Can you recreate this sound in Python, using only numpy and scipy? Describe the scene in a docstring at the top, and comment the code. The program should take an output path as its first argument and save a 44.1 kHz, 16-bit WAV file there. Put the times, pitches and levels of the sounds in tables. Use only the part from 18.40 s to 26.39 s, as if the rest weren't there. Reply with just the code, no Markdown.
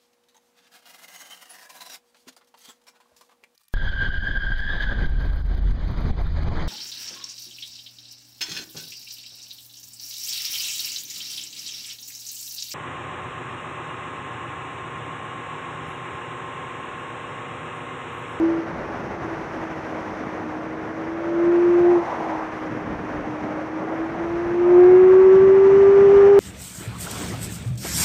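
"""On board a four-cylinder sport bike on a race track, microphone shut in a camera housing.
The intake howls a near-pure firing note when the throttle is open and murmurs when it is shut:
a sine follows the firing rate, with faint sines at other multiples around it.
Wind buffets, roars and hisses over the housing, made of bands of noise that are dull above 2 kHz.
Coarse hollow growls are noise in a broad resonance; small ticks are filtered clicks."""
import sys
import numpy as np
from scipy import signal
from scipy.fft import rfft, irfft, next_fast_len
from scipy.io import wavfile
from scipy.ndimage import uniform_filter1d

SR = 44100
rng = np.random.default_rng(int(sys.argv[2]) if len(sys.argv) > 2 else 0)


def inscribe(sig):
    """Save sig as 16-bit PCM at rate SR to the path in sys.argv[1].

    A 1-D sig is mono; a 2-D sig holds one channel per row.
    Samples are clipped to [-1, 1] before scaling.
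    """
    pcm = np.round(np.clip(np.atleast_2d(sig).T, -1, 1) * 32767)
    wavfile.write(sys.argv[1], SR, pcm.astype(np.int16))


N = 352403
T = np.arange(N) / SR  # time of each sample, s


def undb(db):
    """Turn a level in dB into a gain."""
    return 10 ** (np.asarray(db) / 20)


def curves(table):
    """Join the values in each column of a table by straight lines in time."""
    time_s, *columns = np.transpose(table)
    return [np.interp(T, time_s, column) for column in columns]


def walk(rate_hz):
    """Wander at random: levels held for 1 / rate_hz seconds, smoothed twice, with a spread of 1."""
    hold = int(SR / rate_hz)
    steps = np.repeat(rng.standard_normal(N // hold + 1), hold)
    smooth = uniform_filter1d(uniform_filter1d(steps, hold), hold)[:N]
    return smooth / smooth.std()


def noise():
    """Give the frequencies, spectrum and length of white noise with unit power per Hz."""
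    size = next_fast_len(N + N % 2, True)
    hz = np.fft.rfftfreq(size, 1 / SR) + 1e-9  # never zero, so its logarithm exists
    return hz, rfft(rng.standard_normal(size)) * np.sqrt(SR / 2), size


def engine(steady_db=0.5, waver_db=1.3):
    """Firing note and its orders; combustion is even under load and lumpy with the throttle shut."""
    # engine speed: time_s, firing_rate_hz
    firing = [(0.0, 324.0), (0.05, 330), (0.18, 332.1), (0.6, 331.5), (1.0, 327.7), (1.5, 316.8),
              (2.0, 309.9), (2.5, 319.1), (3.02, 342.1), (3.22, 348.3), (3.52, 350.7), (3.62, 341),
              (3.75, 326.2), (4.3, 311.1), (4.55, 307.3), (5.0, 305.4), (5.45, 319.5), (5.81, 334.9),
              (6.3, 353.5), (6.52, 365.7), (6.8, 377.4), (7.15, 387), (7.6, 397.2), (7.99, 401.4)]
    # throttle, heard as the level of the firing note: time_s, level_db
    throttle = [(0.0, -20.5), (0.04, -17), (0.19, -24), (0.225, -34), (0.6, -48), (0.8, -38), (0.95, -35.5),
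                (1.08, -41), (1.2, -37), (1.38, -41), (1.5, -36.5), (1.7, -40.5), (1.9, -35.5), (2.2, -36),
                (2.5, -35.5), (2.65, -31), (2.82, -29), (3.02, -17), (3.12, -16.5), (3.44, -13.5),
                (3.57, -15.5), (3.65, -32.5), (3.69, -38.5), (3.76, -35), (3.95, -33.5), (4.3, -36),
                (4.52, -34.5), (4.6, -41), (4.7, -34.5), (5.05, -34), (5.25, -32.5), (5.5, -31.5),
                (5.63, -25.5), (5.69, -32.5), (5.77, -32.5), (5.795, -27.5), (6.1, -24.5), (6.39, -7.5),
                (6.6, -9), (6.75, -9.5), (7.0, -10.5), (7.2, -11), (7.99, -9)]
    # orders from unequal cylinders: every quarter of the firing rate from 0.5 to 7.5, but not the note
    faint_orders = np.delete(np.arange(2, 31), 2) / 4
    # one level per faint order, at full throttle: level_db
    faint_levels = [-49, -47.5, -42.5, -46, -44.5, -44.5, -51, -47.5, -50, -46.5, -52, -48.5, -53, -52,
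                    -50.5, -52.5, -57, -53, -55, -60.5, -57.5, -58.5, -61.5, -59.5, -61.5, -60.5, -64,
                    -60.5]
    # an order swells or sinks for a while, keyed by order: centre_s, half_length_s, lift_db
    swells = {.75: [(6.33, 0.13, 6), (7.3, .25, 6), (7.8, .2, 6)], 1.25: [(6.6, .2, 2), (7.1, .25, -5.5),
              (7.8, .2, 5.5)], 1.5: [(3.1, .12, 5), (3.5, .1, 4), (6.3, .15, 5.5), (6.9, .15, 4)],
              1.75: [(0.12, 0.12, 12), (2.62, .08, 13), (2.85, 0.13, 12.5), (3.08, 0.18, 12),
              (3.45, .12, 9), (6.28, 0.086, 10), (7.95, 0.11, 2.5)], 2: [(3.15, .12, 6.5),
              (3.47, 0.14, 15.5), (5.97, 0.14, 13.5), (6.18, .04, -6), (6.45, 0.23, 16), (6.85, .06, 3),
              (7.6, .15, 3), (7.92, 0.18, 11.5)], 2.25: [(3.5, .08, 15), (7.2, 0.33, 9), (7.95, 0.12, 6)],
              2.5: [(6.27, .15, 9), (6.9, .12, 3.5)], 2.75: [(6.28, .12, 11), (6.9, 0.091, 5.5)],
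              3: [(3.3, 0.25, 4.5), (6.3, .08, 5), (6.95, 0.4, 8.5), (7.7, 0.42, 9)], 3.25: [(6.9, 0.11, 4),
              (7.8, .2, 6.5)], 3.5: [(6.31, 0.09, 9), (6.9, 0.11, 5)], 3.75: [(6.5, 0.092, 3.5),
              (7.8, .2, 6)], 4: [(7., .2, 3.5), (7.55, .2, 4)], 4.25: [(7., .2, 5)], 4.5: [(6.5, .2, 7)],
              5: [(6.47, 0.091, 5), (7.3, .15, 5.5)], 5.25: [(6.95, 0.31, 6)], 6: [(6.5, .12, 9.5),
              (7.3, .1, 2.5)]}
    full_db = -10  # level of the note that counts as full throttle
    order_slope = 0.48  # dB of the faint orders per dB of the note
    lumpy_db = 4.0  # unevenness that a shut throttle adds to the note
    slip_hz, shut_slip_hz = 1.2, 3  # unevenness of the firing rate, and what a shut throttle adds
    drift_turns = 0.035  # each order drifts in phase on its own
    airbox_hz, airbox_width_hz, airbox_db = 1980, 25, 2  # lifts whichever order passes through it

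    [firing_hz] = curves(firing)
    [note_db] = curves(throttle)
    load = np.clip(undb(note_db - full_db), 0, 1) ** 0.5
    shut = (1 - load) ** 4

    uneven_hz = (slip_hz + shut_slip_hz * shut) * walk(60)
    turns = np.cumsum(firing_hz + uneven_hz) / SR
    uneven_db = (steady_db + lumpy_db * shut) * walk(40)
    out = undb(note_db + uneven_db) * np.sin(2 * np.pi * turns)

    for order, full_level_db in zip(faint_orders, faint_levels):
        lift_db = AIRBOX = airbox_db * np.exp(-((order * firing_hz - airbox_hz) / airbox_width_hz) ** 2)
        for centre_s, half_s, peak_db in swells.get(order, []):
            lift_db = lift_db + peak_db * np.exp(-((T - centre_s) / half_s) ** 2)
        throttle_db = order_slope * (note_db - full_db)
        order_db = full_level_db + throttle_db + lift_db + waver_db * walk(20)
        phase_turns = order * turns + rng.random() + drift_turns * walk(30)
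        out += undb(order_db) * np.sin(2 * np.pi * phase_turns)
    return np.sqrt(2) * out  # a sine at 0 dB gets an effective (RMS) level of 1


def wind(eddy_db=0.76, flicker_db=0.38):
    """Third-octave bands of coloured noise: eddies move all, patches move neighbours, each flickers."""
    # swell of the air, before each part takes its share: time_s, rush_db, hiss_db, low_db
    # (low is for rumble, buffet and roar)
    air = [(0, 0, 0, 0.5), (.6, 0.1, 0.1, 0), (1.2, -.7, 1, -.5), (1.8, -1.5, 0, 0),
           (2.3, -2.5, -2.5, -1.5), (2.8, -2, -2, -0.5), (3.1, .5, .5, 0), (3.4, 1.5, 1.5, 0.5),
           (3.9, 2.5, 2, -1), (4.45, -1.5, -1.5, -1), (5.05, -.5, -.5, .5), (5.35, -2, -2.5, 0),
           (5.6, -1, -1, 1), (6.2, 0, -.5, 0), (6.45, 2, 1, 1.5), (7.25, 2.5, 2.5, 1), (7.72, 5, 5.5, 3.5),
           (7.9, 4.5, 5, 2.5)]
    # centres of rumble, buffet, roar, rush and hiss: centre_hz
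    part_centres = [70, 160, 600, 2000, 6000]
    # how much of its swell reaches each of these five parts: share (no unit)
    part_shares = [1.3, 1.4, 1, 0.58, 0.94]
    # how patchy each of the five parts is: spread_db
    patchiness = [.8, 1.6, 0.62, 0.24, .3]
    # usual wind colour through the housing: frequency_hz, level_db_per_hz
    housing = [(20, -82), (45, -71.5), (110, -64), (230, -61), (500, -61.5), (1000, -64), (2000, -71.5),
               (3000, -85), (4000, -93.5), (5000, -99), (7300, -105), (9000, -110), (12500, -114),
               (15000, -126)]
    # low gusts that thump the housing: centre_s, half_length_s, rumble_lift_db, buffet_lift_db
    gusts = [(.4, .06, 8, 4.5), (.68, .05, 4, 3), (.86, 0.1, 3, 3.5), (2.2, .5, -1.5, 1.5),
             (2.22, .04, -3, 2), (3.105, 0.089, 2, 0.5), (3.85, 0.24, -1.5, -0.5), (4.32, 0.067, -3, 4.5),
             (4.48, 0.17, 7, 8), (4.8, .07, 13.5, 2.5), (5.04, 0.028, 0, 7), (5.15, 0.024, 3, 4),
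             (5.5, 0.11, -4, -1), (5.9, .25, 3.5, 0), (6.05, 0.041, 7, 1), (6.55, 0.4, 5.5, 2.5),
             (7.046, .12, 6.5, 6.5), (7.39, 0.12, 6.5, 5), (7.66, 0.08, 4, 5.5), (7.8, .07, 11, -2)]
    port_hz, port_width_hz, port_db = 5916, 910, 8.5  # the microphone port rings

    hz, white, size = noise()
    octave = np.log2(hz)
    colour_hz, colour_level_db = np.transpose(housing)
    colour_db = np.interp(octave, np.log2(colour_hz), colour_level_db)
    ring_db = port_db * np.exp(-((hz - port_hz) / port_width_hz) ** 2)
    coloured = white * undb(colour_db + ring_db)

    rush_db, hiss_db, low_db = curves(air)
    part_swells = (low_db, low_db, low_db, rush_db, hiss_db)
    swell_db = np.array([share * part_db + patch_db * walk(40)
                         for share, part_db, patch_db in zip(part_shares, part_swells, patchiness)])
    for centre_s, half_s, *lifts_db in gusts:
        swell_db[:2] += np.outer(lifts_db, np.exp(-((T - centre_s) / half_s) ** 2))

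    eddies_db = eddy_db * walk(60)
    part_octaves = np.log2(part_centres)
    out = 0
    for centre in np.log2(20) + np.arange(30) / 3:
        # neighbouring bands overlap and add up to a flat response
        band_shape = np.clip(1 - 3 * abs(octave - centre), 0, 1)
        band = irfft(coloured * band_shape, size)[:N]
        # each band blends the swells of the two parts nearest on either side
        blend = [np.interp(centre, part_octaves, row) for row in np.eye(len(part_octaves))]
        band_db = blend @ swell_db + eddies_db + flicker_db * walk(9.4)
        out = out + undb(band_db) * band
    return out


def growls(rough_db=1.6, clump_db=1.2):
    """Noise in a broad resonance, chopped by quick eddies and bunched by slower ones."""
    # coarse hollow growls, as of side wind across the housing:
    # start_s, end_s, fade_s, centre_hz, width_hz, level_db
    side_gusts = [(3.445, 4.05, 0.11, 820, 235, -30.5), (5.037, 5.05, 0.004, 740, 250, -30),
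                  (5.0, 5.3, 0.1, 600, 200, -38), (5.17, 5.22, .025, 550, 120, -34),
                  (5.4, 5.6, 0.06, 620, 200, -36), (5.5, 5.55, .025, 680, 180, -33),
                  (5.74, 5.85, .05, 680, 200, -36), (6.248, 6.55, 0.09, 840, 300, -36)]
    out = 0
    for start_s, end_s, fade_s, centre_hz, width_hz, level_db in side_gusts:
        hz, white, size = noise()
        resonance = np.exp(-((hz - centre_hz) / width_hz) ** 2 / 2)
        band = irfft(white * resonance, size)[:N]
        band = band * undb(rough_db * walk(160) + clump_db * walk(35))
        outside_s = np.maximum(start_s - T, T - end_s)  # negative while the growl lasts
        fade = 1 / (1 + np.exp(4 * outside_s / fade_s))
        out = out + undb(level_db) * fade * band / band.std()
    return out


def ticks():
    """Small ticks, as of grit: one-sample clicks rounded off by a band-pass filter."""
    # grit on the housing: time_s, peak_db (roughly the peak after the filter)
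    grit = [(5.0384, -41), (5.9944, -41), (6.433, -41), (6.4405, -37)]
    low_hz, high_hz = 1800, 4500
    time_s, peak_db = np.transpose(grit)
    clicks = np.zeros(N)
    clicks[(time_s * SR).astype(int)] = undb(peak_db)
    band = signal.butter(4, [low_hz, high_hz], "bandpass", fs=SR, output="sos")
    # make up for the height that a click loses in the filter
    return signal.sosfilt(band, clicks) * SR / (2 * (high_hz - low_hz))


def scene():
    """Add engine, wind, growls and grit at one microphone."""
    return (engine() + wind() + growls() + ticks())[None]


def record(dry):
    """The camera cuts the top: a steep low-pass filter at 14.8 kHz."""
    low_pass = signal.ellip(8, 0.2, 70, 14800, fs=SR, output="sos")
    return signal.sosfilt(low_pass, dry)


dry = scene()
out = record(dry)
inscribe(out)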